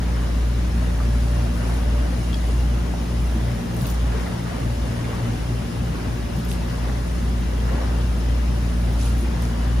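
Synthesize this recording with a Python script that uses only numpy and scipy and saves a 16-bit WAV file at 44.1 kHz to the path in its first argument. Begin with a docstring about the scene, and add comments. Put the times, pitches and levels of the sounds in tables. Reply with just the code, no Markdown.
"""A large front-loading washer tumbles a wet load, heard close to its glass door in a hard-walled laundry.
Two motors drone and throb against each other and the mains hum, while the rocking tub sways their notes.
The drum rumbles, wet cloth thuds, and water sloshes and slaps as the load falls.
Behind it are a steady airy hiss and the thin whine of the drive.
A few light rustles, ticks and a small double clink sound close by."""
import sys
import numpy as np
from scipy import signal
from scipy.fft import rfft, irfft
from scipy.io import wavfile
from scipy.ndimage import uniform_filter1d

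SR = 44100
rng = np.random.default_rng(int(sys.argv[2]) if len(sys.argv) > 2 else 0)


def generate_wav(sig):
    """Save sig (samples, or channels by samples) to the path in sys.argv[1] as 16-bit PCM at SR."""
    pcm = np.round(np.clip(np.atleast_2d(sig).T, -1, 1) * 32767).astype(np.int16)
    wavfile.write(sys.argv[1], SR, pcm)


N = 432180
T = np.arange(N) / SR
# each swing of the tub speeds up and slows the motors: by how much, and how late (share of a swing)
SWAY_HZ, SWAY_LAG = 0.22, 0.29
# how far the left wave runs ahead of the right: pitch_hz, lead_radians
LEFT_LEAD = [(0, 0), (230, 0), (350, -.2), (550, -1.7), (780, -2), (1100, -1.1), (1800, -1.1), (2800, 1.3),
             (4200, .5), (6600, 0), (7600, -1.4), (8500, -3.1), (10200, -6.2), (12100, -9.4),
             (14000, -12.5), (15600, -15.7)]
# how much louder the left side is: pitch_hz, boost_db
LEFT_BOOST = [(60, .3), (120, 1.8), (250, 1.1), (400, .3), (1400, .6), (2200, 3), (3500, 2.5), (5300, 4.3),
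              (7000, 1.5), (8700, 0)]


def amp(db):
    """Turns decibels into a number to multiply by."""
    return 10 ** (np.asarray(db) / 20)


def unit(x):
    """Scales a signal to an average (rms) level of 1."""
    return x / np.sqrt(np.mean(x ** 2) + 1e-20)


def at_pitch(table, hz):
    """Looks up a table's value at a pitch, sliding smoothly between its rows."""
    pitches, values = np.transpose(table)
    return np.interp(np.log(hz + 1), np.log(pitches + 1), values)


def add(mix, start_s, sound):
    """Mixes a sound in at its start time."""
    part = mix[round(start_s * SR):][:len(sound)]
    part += sound[:len(part)]


def drift(per_s, count=16):
    """A slow random wobble of average size 1, with up to per_s swings a second."""
    hz = np.geomspace(per_s / 10, per_s, count)[:, None]
    waves = np.sin(2 * np.pi * (hz * T[::256] + rng.random((count, 1)))) / np.sqrt(hz)
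    return unit(np.interp(T, T[::256], waves.sum(0)))


def swells(rows, rise_share, rest_db):
    """Level in dB of rounded swells over a resting level; rows are start_s, length_s, level_db."""
    power = amp(rest_db) ** 2
    for start, length, db in rows:
        progress = np.interp(T, [start, start + length * rise_share, start + length], [0, .5, 1])
        power = power + (amp(db) * np.sin(np.pi * progress)) ** 2
    return 10 * np.log10(power)


def stereo(a, b, hz):
    """Blends two unrelated spectra into left and right: alike in the bass, offset in time higher up."""
    # how alike the two sides are: pitch_hz, likeness (0 to 1)
    likeness = [(45, .99), (100, .88), (130, .65), (250, .9), (350, .16), (500, .45), (1600, .2),
                (2800, .25), (5000, .28), (7000, .13), (8500, .8), (10000, .7), (11000, .93)]
    same = at_pitch(likeness, hz)
    tilt = amp(at_pitch(LEFT_BOOST, hz) / 2)
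    right = (same * a + np.sqrt(1 - same ** 2) * b) * np.exp(-1j * at_pitch(LEFT_LEAD, hz))
    return np.array([a * tilt, right / tilt])


def colour(pair, spectrum, patchy_db, size=1024, patch_size=(9, 9)):
    """Shapes two noises into a stereo sound of level 1, with shifting louder and softer patches."""
    frames = dict(nperseg=size, noverlap=size * 3 // 4)
    hz, _, spectra = signal.stft(pair, SR, **frames)
    a, b = spectra.transpose(0, 2, 1)
    blur = np.outer(*map(np.hanning, patch_size))
    patches = unit(signal.fftconvolve(rng.standard_normal(a.shape), blur, "same"))
    shaped = stereo(a, b, hz) * amp(at_pitch(spectrum, hz) + patchy_db * patches)
    _, sound = signal.istft(shaped.transpose(0, 2, 1), **frames)
    return unit(sound[:, :N])


def patter(per_s, spread_db):
    """Two streams of tiny hits; more spread makes a few of them stand out."""
    size = amp(spread_db * np.minimum(rng.exponential(1, (2, N)), 4))
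    return unit(size * rng.choice([-1, 1], (2, N)) * (rng.random((2, N)) < per_s / SR))


def tone(turns, hz, db):
    """A pure note following a running count of cycles; hz only sets how left and right differ."""
    tilt = amp(at_pitch(LEFT_BOOST, hz) / 2)
    angle = 2 * np.pi * turns
    left, right = np.cos(angle), np.cos(angle - at_pitch(LEFT_LEAD, hz))
    return np.sqrt(2) * amp(db) * np.array([left * tilt, right / tilt])


def burst(centre_hz, octaves, rise_s, decay_s):
    """A short dying puff of noise around one pitch, with peak 1."""
    t = np.arange(4096) / SR
    hz = np.fft.rfftfreq(len(t), 1 / SR) + 1
    band = np.exp(-.5 * (np.log2(hz / centre_hz) / octaves) ** 2)
    noise = irfft(rfft(rng.standard_normal(len(t))) * band)
    puff = noise * np.exp(-t / decay_s) * (1 - np.exp(-t / rise_s))
    return puff / abs(puff).max()


def echo(sound, fade_s):
    """Hard walls return a short wash of echoes, different on each side, falling 60 dB in fade_s."""
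    t = np.arange(SR // 2) / SR
    tail = rng.standard_normal((2, len(t))) * amp(-60 * t / fade_s) * (t > .004)
    return signal.fftconvolve(sound, tail / np.linalg.norm(tail[0]), axes=1)[:, :N]


def rocking(lag=0, swings_per_s=1.393, peak_s=4.785):
    """The tumbling load rocks the tub between -1 and 1; lag delays this by a share of a swing."""
    return np.cos(2 * np.pi * (swings_per_s * (T - peak_s) - lag))


def air():
    """Moving air hisses and rings faintly in the steel casing."""
    # tone colour of the hiss: pitch_hz, relative_db
    hiss_shape = [(300, 0.5), (1000, 6.5), (2000, 3), (2450, 2), (2850, 1.5), (3500, 0.5), (4400, -2.5),
                  (5300, -1.5), (6500, -4.5), (7300, -11), (9200, -4.5), (11000, -13), (12200, -23),
                  (15500, -24)]
    # where the casing rings: pitch_hz, width_hz, boost_db
    casing_rings = [(1990, 51, 4), (2766, 40, 6.5), (2960, 49, 5), (5210, 55, 3.5), (6800, 68, 5)]
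    hiss = colour(rng.standard_normal((2, N)), hiss_shape, patchy_db=2.0)
    hz = np.fft.rfftfreq(N, 1 / SR)
    casing = 1 + sum((amp(db) - 1) / (1 + (2 * (hz - pitch) / width) ** 2)
                     for pitch, width, db in casing_rings)
    return amp(-41 + 0.12 * drift(7.0)) * irfft(rfft(hiss) * casing, N)


def rustle(rise_share=0.39):
    """Light rustles close by: a swish of tiny crackles, with a few crisper ones standing out."""
    # each rustle: start_s, length_s, swish_db, crackle_db
    rustles = np.array([(1.5, 0.36, -53, -58), (2.2, 0.67, -49, -60), (2.85, 0.99, -52, -59),
                        (3.756, 0.23, -43.5, -48), (4.15, 0.2, -51, -54), (6.328, 0.12, -48, -52),
                        (6.47, 0.11, -43.5, -53), (8.97, 0.18, -39.5, -54), (9.15, 0.12, -48, -57),
                        (9.39, 0.14, -47, -60)])
    # tone colour of the swish: pitch_hz, relative_db
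    swish_shape = [(800, -31), (3000, 3.5), (5500, 3), (7500, 1.5), (10500, 5.5), (13000, -10),
                   (16000, -19)]
    # tone colour of the crisp crackles: pitch_hz, relative_db
    crackle_shape = [(3000, -22), (8000, -19), (11000, -4), (14500, 3), (16000, -2)]
    waver_db = -4 * drift(2.2)
    swish = colour(patter(per_s=2500, spread_db=0.0), swish_shape, patchy_db=2.5, size=256)
    crackle = colour(patter(per_s=1100, spread_db=8.0), crackle_shape, patchy_db=2.0, size=256)
    swish_db = swells(rustles[:, :3], rise_share, rest_db=-55.5 + waver_db)
    crackle_db = swells(rustles[:, [0, 1, 3]], rise_share, rest_db=-72 + waver_db)
    return amp(swish_db) * swish + amp(crackle_db) * crackle


def ticks(left_delay_s=0.00034):
    """Single sharp crackles tick among the rustles, reaching the right side first."""
    # each tick: start_s, peak_db, pitch_hz, width_octaves
    crackles = [(3.745, -31, 13500, .25), (3.766, -24, 10000, .4), (3.778, -32, 12000, .35),
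                (3.811, -29, 3700, .4), (3.816, -28, 13000, .5), (3.821, -29, 11000, .5),
                (3.856, -24.5, 3350, 0.28), (3.867, -31, 4000, 0.59), (3.868, -24.5, 13000, 0.45),
                (3.875, -30, 11000, .5), (3.900, -28, 6500, .2), (3.905, -29, 14000, .2),
                (3.913, -25, 11000, .5), (6.450, -25, 12500, 0.61), (6.489, -29.5, 10000, .2),
                (6.507, -28, 9500, .18), (6.515, -27, 10600, 0.15), (6.515, -22, 3800, 0.6),
                (6.527, -27, 9000, 0.44), (8.930, -28.5, 13500, .3), (9.182, -33, 11500, .3),
                (9.210, -30, 9800, .15), (9.422, -24, 7500, 1.0), (9.452, -30, 5500, .2)]
    right = np.zeros(N)
    for start, db, hz, width in crackles:
        add(right, start, amp(db) * burst(hz, octaves=width, rise_s=0.00045, decay_s=0.001))
    return np.array([np.interp(T - left_delay_s, T, right), right])


def clink(roughness=0.33, click_db=-5, right_db=-9):
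    """Something small and hard strikes twice on the left: a dry click and a very short ring."""
    # each strike: start_s, level_db
    strikes = [(2.33, -28), (2.3425, -21.5)]
    # the notes it rings with: pitch_hz, relative_db, fade_s (time to fall 60 dB)
    notes = [(3300, 6.5, 0.014), (4670, -2.5, .015), (5100, -4, .013)]
    left, t = np.zeros(N), np.arange(4096) / SR
    for start, db in strikes:
        add(left, start, amp(db + click_db) * burst(3200, octaves=0.57, rise_s=0.0007, decay_s=0.0016))
        for hz, note_db, fade_s in notes:
            scrape = 1 + roughness * unit(uniform_filter1d(rng.standard_normal(len(t)), size=50))
            ring = amp(db + note_db - 60 * t / fade_s) * np.sin(2 * np.pi * hz * t)
            add(left, start, ring * scrape * (1 - np.exp(-t / 0.00089)))
    return np.array([left, amp(right_db) * left])


def whine():
    """The drive and fan whine thinly; tiny shifts in timing blur the highest notes most."""
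    # each note: pitch_hz, level_db, waver_db
    notes = [(1668, -58.5, 2.0), (2769, -76, 3.0), (6061, -73.5, 2.5), (6666, -66.7, 2.5), (8881, -74, 2.5),
             (13620, -78, 2.5)]
    out = np.zeros((2, N))
    for hz, db, waver_db in notes:
        jitter_s = 3e-5 * drift(7.5)
        out += tone(hz * (T + jitter_s), hz, db + waver_db * drift(4.3))
    return out


def panel(pitch_hz=581.95, wander_hz=0.3, waver_db=2.8):
    """A panel sings along near ten times the motors' speed; its pitch and strength sway with the tub."""
    # how its loudness slowly changes: time_s, level_db
    levels = [(0, -50), (0.6, -45.5), (1.9, -46.3), (3.0, -52), (4.6, -50.5), (5.7, -50.5), (7.5, -50),
              (9.8, -50.5)]
    hz = pitch_hz + 10 * SWAY_HZ * rocking(SWAY_LAG) + wander_hz * drift(1.198)
    db = np.interp(T, *np.transpose(levels)) + waver_db * drift(4.0)
    return (1 + 0.3 * rocking(lag=0.065)) * tone(np.cumsum(hz) / SR, pitch_hz, db)


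def bubbles(per_s, cycles, rise, sizes=28):
    """Bubbles of many sizes each ring briefly and rise a little in pitch."""
    out, t = np.zeros((2, N)), np.arange(SR // 12) / SR
    for hz in np.geomspace(350, 2600, sizes):
        age = t * hz / cycles
        glide = 1 + rise * np.minimum(age, 5)
        ring = np.exp(-age) * np.sin(2 * np.pi * hz * t * glide) / np.sqrt(hz)
        for when, strength, side in rng.random((round(per_s * N / SR / sizes), 3)):
            add(out[0], when * T[-1], ring * strength ** 2 * np.sqrt(side))
            add(out[1], when * T[-1], ring * strength ** 2 * np.sqrt(1 - side))
    return unit(out)


def water(rise_share=0.29):
    """Churning water, muffled by the door, swells quickly and drains slowly each time the load falls."""
    # each fall of the load: start_s, length_s, slosh_db, spray_db
    falls = np.array([(0.048, 0.34, -40.5, -45.5), (0.72, 0.42, -43, -44), (1.28, 0.32, -40, -54),
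                      (1.525, 0.46, -37, -46), (1.917, 0.3, -41, -44), (2.397, 0.17, -44, -52),
                      (3.3, 0.53, -45, -45), (3.7, 0.52, -39.5, -56), (4.042, 0.45, -36.5, -43),
                      (4.418, 0.33, -37, -43.5), (4.843, 0.31, -43, -41), (4.994, 0.45, -37, -44),
                      (5.862, 0.4, -41, -48), (6.625, 0.27, -42, -46), (6.81, 0.18, -36.5, -44),
                      (7.592, 0.5, -35.5, -42.5), (8.5, .3, -55, -48), (9.2, 0.52, -39, -49),
                      (9.58, 0.22, -38.5, -45)])
    # tone colour of the muffled water: pitch_hz, relative_db
    slosh_shape = [(100, -34), (250, -9), (450, 1), (700, -0.5), (1000, -4), (1600, -8.5), (2000, -14),
                   (2500, -17.5), (4000, -20), (8000, -32.5), (16000, -45)]
    # tone colour of its spray: pitch_hz, relative_db
    spray_shape = [(400, -2.5), (1100, -8), (1900, 0), (2600, -17.5), (4500, -20), (12000, -31)]
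    waver_db = -0.2 * drift(9.6)
    slosh = colour(patter(per_s=5000, spread_db=2.5), slosh_shape, patchy_db=1.76)
    gurgle = amp(-8.5) * bubbles(per_s=160, cycles=11.9, rise=0.0243)
    spray = colour(patter(per_s=1400, spread_db=5.0), spray_shape, patchy_db=2.0, size=512)
    slosh_db = swells(falls[:, :3], rise_share, rest_db=-40 + waver_db)
    spray_db = swells(falls[:, [0, 1, 3]], rise_share, rest_db=-51 + waver_db)
    return amp(slosh_db) * (slosh + gurgle) + amp(spray_db) * spray


def slaps():
    """Single slaps of water and wet cloth ring briefly inside the drum."""
    # each slap before its echo: start_s, peak_db, pitch_hz
    hits = [(0.19, -41, 1800), (0.245, -37, 374), (1.001, -30.5, 1200), (1.63, -32, 500), (2.495, -28, 473),
            (2.936, -26, 790), (4.141, -25, 467), (4.264, -33, 1770), (5.04, -32, 2180), (5.089, -31, 480),
            (5.125, -33, 1100), (5.943, -26, 360), (6.872, -27, 446), (7.711, -32, 479),
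            (7.742, -26.5, 355), (7.835, -33, 1050)]
    out = np.zeros(N)
    for start, db, hz in hits:
        add(out, start, amp(db) * burst(hz, octaves=0.24, rise_s=0.0022, decay_s=0.0083))
    return out + amp(-3.5) * echo(out[None], fade_s=0.29)


def drum(rumble_db=-29, thud_s=0.017, sag=0.093, overtone=1.47, overtone_db=-5):
    """The rolling wet load makes the cabinet rumble; heavy lumps land with thuds that sag in pitch."""
    # each lump of wet cloth landing: start_s, level_db, pitch_hz
    lumps = [(0.08, -28, 91), (2.63, -25, 150.5), (3.345, -25, 221), (3.798, -21, 134), (5.495, -30, 246.3),
             (5.884, -24, 150), (6.37, -23.5, 149), (7.69, -29, 148), (8.161, -31, 226), (9.22, -26.5, 231)]
    # tone colour of the rumble: pitch_hz, relative_db
    rumble_shape = [(15, -40), (30, -24), (40, -9), (50, -0.5), (92, 1), (130, -3.5), (147, -1),
                    (166, -6.5), (205, -4.5), (245, -4), (300, -8.5), (400, -14), (700, -21), (2000, -43)]
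    thuds, t = np.zeros(N), np.arange(SR // 2) / SR
    push = t / thud_s * np.exp(1 - t / thud_s)
    glide = 1 + sag * (np.exp(-t / thud_s / 2) - .5)
    for start, db, hz in lumps:
        angle = 2 * np.pi * np.cumsum(hz * glide) / SR
        add(thuds, start, amp(db) * push * (np.sin(angle) + amp(overtone_db) * np.sin(overtone * angle)))
    rumble = colour(rng.standard_normal((2, N)), rumble_shape, patchy_db=0.9, size=4096, patch_size=(7, 9))
    return thuds + amp(rumble_db) * rumble


def hum_swell():
    """One pitch of the hum comes up and fades again."""
    # the swell: start_s, length_s, pitch_hz, level_db
    swell = [(3.05, 0.88, 117.5, -29)]
    start, length, hz, db = swell[0]
    turns = hz * T + rng.random() + 0.08 * drift(3.9)
    return tone(turns, hz, swells([(start, length, db)], rise_share=0.52, rest_db=-100))


def motors(first_hz=58.335, second_hz=58.205, mains_hz=60.01):
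    """Two motors drift in and out of step and throb against the mains hum; the tub makes them surge."""
    # the motors' notes: speed_multiple, first_db, second_db, waver_db, dip_share (at each tub swing)
    notes = [(1, -25, -29, 0.5, 0), (2, -37, -37.5, -0.9, 0.037), (3, -36.5, -60, 0.5, 0.42),
             (4, -44, -47, 1.0, 0.31), (5, -56.5, -60.5, 5, 0), (6, -53, -65, 2.5, 0.28)]
    # slow rise and fall of the deepest note: time_s, change_db
    deep_changes = [(0, 0.5), (2.65, 0.5), (3.55, -2), (4.05, 2), (4.7, 0), (6.4, -0.5), (7.3, 0),
                    (9.8, 0.2)]
    # the same for the note an octave above: time_s, change_db
    octave_changes = [(0.6, -3), (1.15, 4), (1.7, 0.5), (2.45, -13), (3.6, -1), (4.6, 2.5), (5.2, 3.5),
                      (5.8, 0), (7.5, -1), (9.4, 0)]
    # magnetic hum: mains_multiple, level_db, waver_db
    hum_notes = [(2, -35.5, 1.5), (4, -46.5, 1)]
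    opposed_s = 5.35  # the motors are half a turn apart: odd multiples fight, even ones add up
    in_step_s = 4.97  # the mains hum is in step with the motors
    sway = np.cumsum(SWAY_HZ * rocking(SWAY_LAG)) / SR
    sway -= sway.mean()
    first_turns = first_hz * (T - opposed_s) + sway
    second_turns = second_hz * (T - opposed_s) + sway + .5
    mains_turns = mains_hz * (T - in_step_s) + (first_hz + second_hz) / 2 * (in_step_s - opposed_s)
    delay = rng.random(12)  # the cabinet delays each pitch by its own part of a cycle
    slow_db = {1: np.interp(T, *np.transpose(deep_changes)),
               2: np.interp(T, *np.transpose(octave_changes))}
    # part of the first motor's deepest note swings with the tub
    shake = tone(first_turns + delay[1] - .167, first_hz, notes[0][1] + slow_db[1])
    out = .68 * rocking() * shake
    swing = rocking(lag=-0.03)
    for motor, turns in enumerate([first_turns, second_turns]):
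        turns = turns + 0.005 * drift(3.0)  # the load tugs at the speed
        for k, *levels_db, waver_db, dip in notes:
            db = levels_db[motor] + waver_db * drift(2.5) + slow_db.get(k, 0)
            out += (1 - dip * swing) * tone(k * turns + delay[k], k * first_hz, db)
    for k, db, waver_db in hum_notes:
        out += tone(k * mains_turns + delay[k], k * mains_hz, db + waver_db * drift(1.6))
    return out


def scene():
    """The washer, its water and the small sounds close by, all together."""
    clicks = ticks() + clink()
    washer = motors() + whine() + panel() + hum_swell() + drum() + water() + slaps()
    return washer + air() + rustle() + clicks + amp(-8) * echo(clicks, fade_s=0.2)


def record(dry, cutoff_hz=15750):
    """Cuts away the very highest treble."""
    low_pass = signal.firwin(511, cutoff_hz, window=("kaiser", 9), fs=SR)
    return signal.oaconvolve(dry, low_pass[None], "same", axes=1)


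dry = scene()
out = record(dry)
generate_wav(out)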